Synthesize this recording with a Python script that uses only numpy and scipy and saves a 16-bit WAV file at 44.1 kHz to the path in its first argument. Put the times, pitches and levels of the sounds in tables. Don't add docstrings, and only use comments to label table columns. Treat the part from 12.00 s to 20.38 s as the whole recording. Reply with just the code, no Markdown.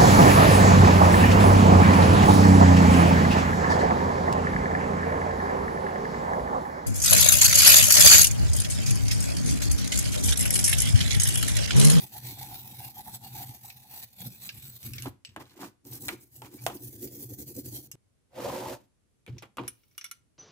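import sys
import numpy as np
from scipy import signal
from scipy.fft import rfft, irfft, next_fast_len
from scipy.io import wavfile
from scipy.ndimage import uniform_filter1d, map_coordinates

SR = 44100
rng = np.random.default_rng(int(sys.argv[2]) if len(sys.argv) > 2 else 0)


def wav_out(sig):
    wavfile.write(sys.argv[1], SR, np.round(np.clip(np.atleast_2d(sig).T, -1, 1) * 32767).astype(np.int16))


def magnitude_from_level(level_db):
    exponent = np.asarray(level_db, float) / 20
    return 10 ** exponent


N = 369558
MOVE_S = 3.4
SCENE_CHANGE_S = 5.955


def unit(x):
    return x / np.sqrt(np.mean(x ** 2) + 1e-20)


def at_hz(points, hz):
    points = np.array(points)
    return np.interp(np.log(hz + 1), np.log(points[:, 0] + 1), points[:, 1])


def at_time(points, **ends):
    return np.interp(np.arange(N) / SR, *np.transpose(points), **ends)


def coloured(x, spectrum):
    size = next_fast_len(N)
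    gain = magnitude_from_level(at_hz(spectrum, np.fft.rfftfreq(size, 1 / SR)))
    return unit(irfft(rfft(x, size) * gain, size)[..., :N])


def grains(per_s, spread_db):
    sizes = magnitude_from_level(spread_db * np.minimum(rng.exponential(1, (2, N)), 5))
    signed = sizes * rng.choice([-1, 1], (2, N))
    return unit(signed * (rng.random((2, N)) < per_s / SR) + 1e-9)


def flutter(hz):
    r = np.exp(-64 * np.pi * hz / SR)
    noise = rng.standard_normal(N // 32 + 1001)
    slow = signal.lfilter([1], [1, -2 * r, r * r], noise)[1000:]
    return np.interp(np.arange(N) / 32, np.arange(len(slow)), unit(slow))


def resonance(x, hz, width_hz):
    r = np.exp(-np.pi * width_hz / SR)
    return unit(signal.lfilter([1, 0, -1], [1, -2 * r * np.cos(2 * np.pi * hz / SR), r * r], x))


def band(low_hz, high_hz):
    return signal.butter(3, [low_hz, high_hz], "band", fs=SR, output="sos")


MODE_WANDER_DB, WANDER_HZ = 2.2, 14


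def rumble(modes):
    jolts = grains(1100., spread_db=3.0) * magnitude_from_level(1.5 * flutter(hz=23.4))
    out = 0
    for k, (hz, width_hz, db) in enumerate(modes):
        ring = resonance(resonance(jolts, hz, 1.83 * width_hz), hz, 1.83 * width_hz)
        out = out + (-1) ** k * magnitude_from_level(db + MODE_WANDER_DB * flutter(WANDER_HZ)) * ring
    return unit(out)


# f/Hz, likeness (0..1)
LIKENESS = [(40, 0.55), (120, 1), (300, 0.97), (700, 0.65), (2000, 0.3), (4000, 0.5), (7000, 0.33),
            (12000, 0.3)]
# f/Hz, level/dB
BALANCE_DB = [(60, 1.5), (180, 0.0), (550, -0.5), (1650, -1.0), (4970, -2.0), (15000, 0.0)]


def microphones(pair, lead_samples):
    size = next_fast_len(N + 2048)
    hz = np.fft.rfftfreq(size, 1 / SR)
    alike = np.clip(at_hz(LIKENESS, hz), 0, 1)
    shared, differing = rfft(pair, size)
    mid, side = np.sqrt(1 + alike) * shared, np.sqrt(1 - alike) * differing
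    lag = 2 * np.pi * hz * lead_samples / SR
    tilt = magnitude_from_level(at_hz(BALANCE_DB, hz) / 2)
    return irfft([(mid + side) * tilt, (mid - side) * np.exp(-1j * lag) / tilt], size)[:, :N] / np.sqrt(2)


# f/Hz, density/dB
AIR = [(15, -43), (25, -13.5), (64, -8.5), (102, -5.5), (170, -13), (394, -20), (677, -27.5), (1020, -31),
       (4250, -36.5), (9320, -35), (11800, -37), (12300, -62)]


def air():
    return magnitude_from_level(-71) * coloured(rng.standard_normal((2, N)), AIR)


ROOM_T60_S, WALL_CUT_HZ = 0.3, 9800


def room(x):
    size = next_fast_len(N + SR)
    w = 2 * np.pi * np.fft.rfftfreq(size)
    dull = 1 / (1 + 1j * w * SR / (2 * np.pi * WALL_CUT_HZ)) ** 0.43
    out = np.zeros((2, len(w)), complex)
    for k, lag in enumerate((rng.uniform(.008, 0.027, 16) * SR).astype(int)):
        loop = magnitude_from_level(-60 * lag / SR / ROOM_T60_S) * dull * np.exp(-1j * w * lag)
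        out[k % 2] += (-1) ** (k // 2) * loop / (1 - loop) / 4
    return irfft(out * rfft(x, size), size)[:, :N]


# t/s, level/dB
FAINT_HISS = [
    (7.68, -90),
    (7.74, -73),
    (7.9, -74),
    (8.0, -74),
    (8.12, -76),
    (8.2, -90),
]
# f/Hz, density/dB
FAINT_HISS_COLOUR = [(1500, -25), (2300, -10), (5700, -11), (7800, -20), (11000, -8), (15600, -4), (16400, -30)]


def faint_hiss():
    return magnitude_from_level(at_time(FAINT_HISS, left=-140, right=-140)) * coloured(grains(8000., spread_db=2.0), FAINT_HISS_COLOUR)


# start t/s, end t/s, from f/Hz, to f/Hz, level/dB
SQUEAK = (4.562, 4.642, 2150, 2560, -61)


def squeak():
    start, end, low_hz, high_hz, db = SQUEAK
    along = np.clip((np.arange(N) / SR - start) / (end - start), 0, 1)
    pitch_hz = low_hz + (high_hz - low_hz) * along + 22.0 * flutter(hz=150)
    turn = 2 * np.pi * np.cumsum(pitch_hz) / SR
    tone = np.sin(turn) + magnitude_from_level(-6.0) * np.sin(2 * turn)
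    return magnitude_from_level(db + 3.5 * flutter(hz=60)) * np.sin(np.pi * along) * tone * [[1], [0]]


# start t/s, length/s, tub walls/dB, table top/dB, friction/dB
SLIDES = [(3.86, .05, -70, -70, -60), (3.93, .05, -70, -70, -55), (4.03, .04, -70, -70, -56),
          (4.5, .05, -70, -70, -61), (4.57, .07, -70, -70, -60), (4.68, .05, -46, -60, -52),
          (5.935, .015, -50, -50, -64), (6.8, .015, -62, -70, -70), (6.83, .015, -64, -70, -74),
          (2.845, .08, -60, -41, -62), (2.932, 0.106, -58, -45, -51), (3.048, 0.028, -40, -37, -46.5),
          (3.275, .07, -72, -56, -69), (3.363, .01, -38, -50, -56), (3.395, .025, -46, -54, -49),
          (3.5, .04, -62, -65, -61), (3.555, .05, -53, -63, -56), (3.6, .05, -39, -56, -44),
          (3.66, .02, -47, -58, -56), (3.455, .03, -62, -60, -60), (4.088, .05, -41, -55, -49),
          (4.43, .04, -48, -55, -52), (7.275, 0.022, -42, -39, -58), (7.311, 0.064, -52.5, -44, -68.5),
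          (7.421, 0.01, -53, -52, -48), (7.58, .035, -33, -46, -53), (7.631, .04, -49, -47, -56)]
SLIDE_ATTACK_S, SWELL_SHARE = 0.0093, 0.4


def shifting(column, fade_db_per_s):
    t, power = np.arange(N) / SR, 1e-14
    for row in SLIDES:
        start, length = row[:2]
        rise = np.clip((t - start) / (SLIDE_ATTACK_S + SWELL_SHARE * length) + .5, 0, 1) ** 2
        fade_db = fade_db_per_s * np.clip(t - start - length, 0, 1)
        power = power + (rise * magnitude_from_level(row[column] - fade_db)) ** 2
    return np.sqrt(power)


# t/s, speed as level/dB
DRAG = [
    (6.29, -80),
    (6.335, -56),
    (6.365, -42),
    (6.4, -35),
    (6.46, -33),
    (6.53, -32.5),
    (6.64, -37),
    (6.735, -35),
    (6.77, -52),
    (6.82, -98),
]


def drag(offset_db):
    return magnitude_from_level(offset_db + at_time(DRAG, left=-140, right=-140))


# touch t/s, lift t/s
CONTACT = [
    (-0.01, 3.105),
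    (3.846, 5.875),
]


def touching(hold_s, smooth_samples):
    t = np.arange(N) / SR
    down = sum((t > a) & (t < b + hold_s) for a, b in CONTACT)
    return uniform_filter1d(1. * down, size=smooth_samples)


# start t/s, reversal level/dB, stroke level/dB, shove on the support/dB
SPOUT_STROKES = [(0.0, -42, -43, -47.5), (0.082, -63.5, -43.5, -54.5), (0.213, -56.5, -45, -46),
                 (0.363, -51, -45, -48.5), (0.477, -48.5, -44.5, -45.5), (0.625, -53.5, -49, -51.5),
                 (0.767, -53, -45.5, -50.5), (0.932, -59, -45, -53), (1.033, -57.5, -45, -53.5),
                 (1.115, -50, -44, -54), (1.186, -64.5, -46, -54), (1.303, -57, -42, -49),
                 (1.471, -54, -50.5, -50), (1.602, -64, -51, -60.5), (1.74, -61, -56.5, -60.5),
                 (1.881, -60, -44.5, -59.5), (2.018, -53, -49, -58), (2.052, -58, -66, -64),
                 (2.1, -72, -58, -70), (2.15, -64, -56, -60), (2.19, -51, -43, -52), (2.232, -51, -47, -46),
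                 (2.294, -61.5, -53, -55), (2.386, -57.5, -46.5, -62), (2.518, -60, -50, -54),
                 (2.609, -56, -49.5, -52), (2.727, -58.5, -53, -60), (2.785, -61, -53, -60),
                 (2.822, -48, -42.5, -50), (2.88, -50, -54, -52), (2.93, -60, -51, -60),
                 (2.975, -60, -55, -62), (3.018, -57, -49, -62), (3.052, -57, -54, -64),
                 (3.074, -57, -53, -66), (3.1, -66, -72, -72)]
VALVE_STROKES = [(3.827, -72, -52, -56), (3.893, -57, -46, -54), (3.996, -54, -46.5, -50),
                 (4.172, -69.5, -62, -67.5), (4.3, -77, -55.5, -75.5), (4.503, -71, -53, -50.5),
                 (4.593, -59.5, -46, -62), (4.717, -59.5, -49, -48), (4.787, -64, -48.5, -55.5),
                 (4.917, -55.5, -50.5, -54), (4.999, -56.5, -45.5, -44.5), (5.098, -59, -48, -49),
                 (5.185, -53, -46.5, -49.5), (5.279, -60, -47, -51), (5.366, -56.5, -46.5, -49),
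                 (5.456, -59, -47.5, -53.5), (5.535, -59.5, -45, -41.5), (5.627, -61, -46.5, -51),
                 (5.715, -54, -45.5, -46), (5.822, -57.5, -57, -65)]
RISE_S, SPOUT_RISE_DB_PER_S, VALVE_RISE_DB_PER_S = 0.0061, 329, 550
HOLD_SHARE = 0.52


def stroke_db():
    start, turn_db, top_db, _ = np.transpose(SPOUT_STROKES + VALVE_STROKES)
    length = np.diff(start, append=start[-1] + .06)
    rate = np.where(start < MOVE_S, SPOUT_RISE_DB_PER_S, VALVE_RISE_DB_PER_S)
    rise = np.minimum(RISE_S + np.abs(top_db - turn_db) / rate, 0.59 * length)
    rest = np.clip(length - rise, .001, .16)
    times = np.ravel([start, start + rise, start + rise + HOLD_SHARE * rest], "F")
    levels_db = np.ravel([turn_db, top_db, top_db], "F")
    return np.interp(np.arange(N) / SR, np.maximum.accumulate(times), levels_db)


# f/Hz, width/Hz, level/dB
TABLE_TOP = [(70, 15, -9), (97, 13, -10), (124.5, 10.5, 0.5), (214, 65, -11)]
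TUB_WALLS = [(218, 28, -6), (290.4, 22, 1.5), (355.8, 35, -1), (491.4, 45, -11)]
CAVITY = [(760, 73, 0.5), (837, 45, 1.5), (926, 71, -6)]
TUB_CORNER = [(175, 40, 0), (225, 50, -2), (520, 160, -14)]
# t/s, level/dB
NEAR_CAVITY = [
    (0, -9),
    (0.4, -6.5),
    (1.4, -7),
    (2.0, -9),
    (2.6, -27),
    (2.9, -32),
    (3.9, -21),
    (4.6, -21.5),
    (5.0, -31),
]
# t/s, level/dB
LEAN = [(0, -66), (.4, -63), (.9, -65), (1.4, -64), (1.75, -70), (2.15, -76), (2.2, -58), (2.26, -48),
        (2.33, -60), (2.45, -62), (2.6, -72), (3.1, -76)]
TUB_ON_SPOUT_DB, TUB_SWING = -16.5, 1.7
CAVITY_SWING = 0.45


def shaking():
    t, pressure_db = np.arange(N) / SR, stroke_db()
    mean_db = uniform_filter1d(pressure_db, size=5000)
    throb_db = pressure_db - mean_db
    start, shove = np.array(SPOUT_STROKES + VALVE_STROKES)[:, [0, 3]].T
    shove_db, on_spout = np.interp(t, start + 0.045, shove), t < MOVE_S
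    table_db = np.where(on_spout, shove_db, mean_db) + 0.63 * throb_db
    spout_tub_db = -52.5 + TUB_ON_SPOUT_DB + TUB_SWING * (shove_db + 52)
    tub_db = np.where(on_spout, spout_tub_db, shove_db) + 1.05 * throb_db
    cavity_db = pressure_db + CAVITY_SWING * throb_db + at_time(NEAR_CAVITY)
    corner_db = at_time(LEAN, right=-140) + 0.6 * throb_db
    contact = touching(hold_s=.04, smooth_samples=1500)
    slid = shifting(column=3, fade_db_per_s=252) + drag(offset_db=-13)
    table = (contact * magnitude_from_level(table_db) + magnitude_from_level(-2.0) * slid) * rumble(TABLE_TOP)
    tub = magnitude_from_level(tub_db) * rumble(TUB_WALLS) + magnitude_from_level(corner_db) * rumble(TUB_CORNER)
    return table + contact * (tub + magnitude_from_level(cavity_db) * rumble(CAVITY))


# f/Hz, density/dB
SLIDE_COLOUR = [(590, -52), (1000, -24), (1560, -9), (2520, -10.5), (7060, -18), (8820, -21), (15100, -18),
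                (15800, -36), (16400, -42)]
# t/s, level/dB
SLIDE_TREBLE = [
    (3.3, 0.5),
    (3.8, 7.5),
    (6.3, -0.5),
    (6.898, 6),
    (7.3, -7),
]
# f/Hz, width/Hz, level/dB
SHIFTED_TUB = [(192, 47, -6), (289, 45, 1), (362, 30, -1), (470, 50, -9)]
SHIFTED_RIM = [(720, 70, -4), (860, 70, 0), (1000, 80, 1), (1180, 110, -3), (1480, 150, -8),
               (1900, 200, -9)]
DRAGGED_TUB = [(192, 47, -4.5), (289, 55, 0.5), (367.5, 17.3, 1.5), (490, 50, 4), (580, 90, 4)]
DRAGGED_RIM = [(732, 55, -3.5), (870, 110, 0.5), (1020, 200, -5), (1320, 200, -10)]
RIM_DB, RIM_SWING = -48, 1.5
RIM_FREE_S = 3.04


def slides():
    hiss = coloured(grains(5400.0, spread_db=3.0), SLIDE_COLOUR)
    bright = signal.sosfilt(signal.butter(2, 4000, "high", fs=SR, output="sos"), hiss)
    hiss = (hiss + (magnitude_from_level(at_time(SLIDE_TREBLE)) - 1) * bright) * magnitude_from_level(1.3 * flutter(hz=40))
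    grit = shifting(column=4, fade_db_per_s=597)
    walls = shifting(column=2, fade_db_per_s=498) * rumble(SHIFTED_TUB)
    walls += drag(offset_db=0) * rumble(DRAGGED_TUB)
    rim_gain = magnitude_from_level(RIM_DB) * (grit / magnitude_from_level(-48.5)) ** RIM_SWING * (np.arange(N) > RIM_FREE_S * SR)
    rim = rim_gain * rumble(SHIFTED_RIM) + drag(offset_db=-2.5) * rumble(DRAGGED_RIM)
    return magnitude_from_level(-4.0) * (walls + rim + (grit + drag(offset_db=-8)) * hiss)


# f/Hz, level/dB, t60/s
HELD = [(2854, -8.5, 0.05), (5180, 4, 0.029), (5550, -2, 0.059), (7970, -3, 0.11), (9700, -3, 0.032),
        (12700, -5, .05)]
LIFTED = [(1390, -13, .045), (1450, -14, .04), (2230, -6, .045), (2330, -6, .035), (2920, -8, .032),
          (3490, -6, .03), (5600, -1, .042), (5660, -5, .035), (6000, -4, .03), (7725, -14, .025),
          (8950, -10, .03), (9750, -5, .04), (4050, -16, .03), (11570, -13, .03)]
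TUB_RIM = [(1420, -1, .03), (1650, -5, .025), (1950, -3, .025), (2350, 1, .03), (2930, -4, .03),
           (3300, -5, .025)]
# t/s, peak level/dB, treble re peak/dB, brass ring re peak/dB, note f/Hz
TAPS = [(1.702, -32, -9, -42, 2520), (2.0272, -39, 9, -20, 12700), (2.1087, -58, 6, -15, 12700),
        (2.2055, -38, 10, -13, 15200), (2.4908, -23, -12, -33, 2750), (2.493, -33, -12, -33, 1620),
        (2.829, -33, 2, -25, 5770), (2.9347, -29.5, 1.5, -8, 2680), (2.9825, -23.5, -12, -17, 2200),
        (3.0225, -31.5, 10, -10, 2860), (3.249, -28, -11, -17, 2900), (3.272, -42, -15, -20, 2700),
        (3.292, -45, -15, -20, 3000), (3.455, -50, -5, -25, 4000), (3.495, -48, 0, -25, 4100),
        (3.507, -49, 0, -25, 4200), (3.8514, -44.5, 4, -27, 890), (3.925, -35, -5, -19, 830),
        (4.7696, -42, 3, -20, 4600), (5.0742, -40, -3, -26, 4600), (5.5653, -44.5, 18, -23, 5050),
        (5.9149, -37, 15.5, -4, 6600), (7.3822, -31, -14, -30, 5500)]
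# t/s, peak level/dB, bass re peak/dB, treble re peak/dB, note f/Hz
KNOCKS = [(3.0579, -29, 4, -6, 760), (3.3623, -29, 4, -5, 1700), (3.406, -42, 10, -18, 1320),
          (3.413, -42, 6, -18, 2000), (3.552, -55, 8, -15, 690), (3.576, -50, 8, -12, 760),
          (3.592, -44, 8, -12, 860), (3.612, -44, 4, -10, 1500), (3.631, -38, 10, -15, 1000),
          (3.645, -42, 4, -12, 2400), (4.0831, -21, -6, 7, 4200), (4.0885, -19, -3, -8, 2150),
          (4.4189, -32, 1, -2, 808), (4.446, -42, 0, -15, 2350), (4.462, -45, 0, -15, 2330),
          (4.6643, -14, -1, 2, 700), (4.699, -30, 6, -15, 780), (7.2639, -39, -8, -3, 2300),
          (7.2774, -37, -1, -12, 2270), (7.369, -54, 6, -20, 720), (7.4235, -33, 3, -4, 990),
          (7.431, -35, 0, -8, 1160), (7.455, -50, -3, -5, 2200), (7.5707, -30, 2, 0, 1150),
          (7.5832, -22, 6, -22, 930), (7.591, -33, 0, -20, 2400), (7.6354, -39, 7, -8, 1020)]
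# t/s, peak level/dB, treble re peak/dB, note f/Hz
CLINKS = [(7.6787, -28, 8, 5500), (7.8347, -58, -14, 2950), (7.882, -72, 10, 9000),
          (7.9117, -60, -14, 5600), (7.926, -70, 8, 9900), (7.9493, -58, -14, 2250), (8.052, -37, 0, 6200),
          (8.062, -42, -2, 2900), (8.084, -50, -8, 5560), (7.9792, -29, 6, 5900), (8.0116, -34, -9, 2350),
          (8.0422, -30, 6, 5500), (8.1129, -29, 6, 5500)]
TAP_BASS_DB, CLINK_BASS_DB = -23, -60
KNOCK_RING_DB, CLINK_RING_DB = -11, 0.5


def blows():
    taps = [(s, db, TAP_BASS_DB, treble, ring, hz, HELD) for s, db, treble, ring, hz in TAPS]
    tub = [(s, db, bass, treble, KNOCK_RING_DB, hz, TUB_RIM) for s, db, bass, treble, hz in KNOCKS]
    clinks = [(s, db, CLINK_BASS_DB, treble, CLINK_RING_DB, hz, LIFTED) for s, db, treble, hz in CLINKS]
    return taps + tub + clinks


TAP_NOTE_DB, KNOCK_NOTE_DB = 7, 6.5
PULSE_DB, PULSE_CYCLES = -5, 4.0
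MODE_SCATTER_DB = 2.5
HIGH_HZ = 6500
METAL_CRACK_LOW_HZ, PLASTIC_CRACK_TOP_HZ = 2000, 3300


def knocks():
    t = np.arange(SR // 6) / SR
    bass, treble = band(250, 1200), band(6000, 13500)
    loose = [bass, band(1200, 6000), treble]
    metal = [bass, band(METAL_CRACK_LOW_HZ, 6000), treble]
    plastic = [bass, band(1200, PLASTIC_CRACK_TOP_HZ), band(PLASTIC_CRACK_TOP_HZ, 13500)]
    no_bass = signal.butter(6, 1200, "high", fs=SR, output="sos")
    out = np.zeros((2, N + len(t)))
    for s, db, bass_db, treble_db, ring_db, note_hz, modes in blows():
        on_metal, on_tub = modes is HELD, modes is TUB_RIM
        noise, blow = rng.standard_normal((2, len(t))), np.zeros((2, len(t)))
        crack = plastic if on_tub else metal if on_metal else loose
        for sos, band_db, t60 in zip(crack, (bass_db, 0, treble_db), (.15, .09, .045)):
            fade = 1.1 * magnitude_from_level(-60 * t / 0.007) + 0.5 * magnitude_from_level(-60 * t / t60)
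            level = magnitude_from_level(db + band_db - 13.0) / signal.sosfilt(sos, noise).std()
            blow += level * signal.sosfilt(sos, noise * fade)
        note_db = treble_db if note_hz > HIGH_HZ else TAP_NOTE_DB * on_metal + KNOCK_NOTE_DB * on_tub
        note = resonance(noise * magnitude_from_level(-60 * t / 0.06), note_hz, 0.07 * note_hz)
        blow += magnitude_from_level(db - 25.0 + note_db) * note * .25
        pulse_db = db + min(bass_db, 6.0) + PULSE_DB - 60 * t * note_hz / PULSE_CYCLES
        blow[0] += magnitude_from_level(pulse_db) * np.sin(2 * np.pi * note_hz * t)
        chatter = magnitude_from_level(db + ring_db - 30.0) * noise[::-1] * magnitude_from_level(-60 * t / 0.038)
        for hz, mode_db, t60 in modes:
            r, w = magnitude_from_level(-60 / (t60 * SR)), 2 * np.pi * hz / SR
            tilt_db = treble_db * (hz > HIGH_HZ and modes is LIFTED)
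            scatter_db = MODE_SCATTER_DB * noise[0, int(hz) % 997]
            ring = signal.lfilter([0, np.sin(w)], [1, -2 * r * np.cos(w), r * r], chatter)
            blow += magnitude_from_level(mode_db + tilt_db + scatter_db) * ring
        out[:, int(s * SR):][:, :len(t)] += signal.sosfilt(no_bass, blow) if bass_db < -40 else blow
    return out[:, :N]


MOTTLE_DB, MOTTLE_S, MOTTLE_HZ = 3.0, 0.06, 200


def mottled(x):
    hz, s, cells = signal.stft(x, SR, nperseg=1024)
    coarse = rng.standard_normal((250, 400))
    where = np.meshgrid(hz / MOTTLE_HZ, s / MOTTLE_S, indexing="ij")
    patches = map_coordinates(coarse, where, order=1, mode="wrap")
    return signal.istft(cells * magnitude_from_level(MOTTLE_DB * 1.5 * patches - 1), SR, nperseg=1024)[1][:, :N]


# f/Hz, density/dB
ON_SPOUT = [(650, -15), (1100, -18), (2480, -8), (2970, -12), (3810, -4.5), (5000, -9.5), (7870, -11),
            (8510, -13.5), (12600, 1.5), (15500, -9), (16400, -33)]
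ON_VALVE = [(410, -11), (700, -9), (1190, -25), (1670, -17), (2800, -15.5), (5860, -6.5), (6340, -5),
            (8590, -6), (12600, 2), (15600, 0), (16400, -32)]
# f/Hz, width/Hz, on spout/dB, on valve/dB
BRASS_HUM = [(4300, 380, -30, -34), (6000, 180, -32, -36.5), (7960, 60, -19, -26), (10200, 390, -36, -37),
             (11480, 450, -33, -20.5), (12650, 100, -19, -24), (14500, 120, -24, -27.5),
             (15000, 300, -12, -30.5)]
# t/s, level/dB
SINGING = [
    (1.9, -3),
    (2.15, 3),
    (2.45, 9),
    (2.93, 7),
    (3.8, -3),
]


def brush():
    on_spout = np.arange(N) / SR < MOVE_S
    pressure_db = stroke_db() + 2.4 * flutter(hz=44.4) + 1.1 * flutter(hz=150)
    pressure = magnitude_from_level(pressure_db) * touching(hold_s=0, smooth_samples=300)
    tips = grains(9000., spread_db=2.5)
    out = np.where(on_spout, coloured(tips, ON_SPOUT), coloured(tips, ON_VALVE))
    singing_db = at_time(SINGING)
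    for hz, width_hz, spout_db, valve_db in BRASS_HUM:
        sings = 7000 < hz < 8500 or 12500 < hz < 13300
        wander_db = 4.0 * flutter(hz=9) + singing_db * sings
        out += magnitude_from_level(np.where(on_spout, spout_db, valve_db) + wander_db) * resonance(tips, hz, width_hz)
    return pressure * mottled(out)


ROOM_DB = -11.5
LEFT_LEAD_SAMPLES, LATER_LEAD_SAMPLES = 5.8, 1.2


def scene():
    near = magnitude_from_level(1.0) * brush() + shaking() + slides() + knocks() + squeak() + faint_hiss()
    after = np.arange(N) / SR - SCENE_CHANGE_S
    early, later = microphones(near, LEFT_LEAD_SAMPLES), microphones(near, LATER_LEAD_SAMPLES)
    heard = np.where(after < 0, early, later) + magnitude_from_level(ROOM_DB) * room(near[0])
    return heard * ((after < 0) | (after > .3)) + air()


def roll_off(x):
    return signal.sosfilt(signal.butter(12, 17070, fs=SR, output="sos"), x)


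def record(dry):
    bass_cut = signal.butter(1, 40., "high", fs=SR, output="sos")
    top_cut = signal.cheby2(10, 30, 16150, fs=SR, output="sos")
    mix = signal.sosfilt(top_cut, signal.sosfilt(bass_cut, dry))
    return roll_off(mix)


dry = scene()
out = record(dry)
wav_out(out)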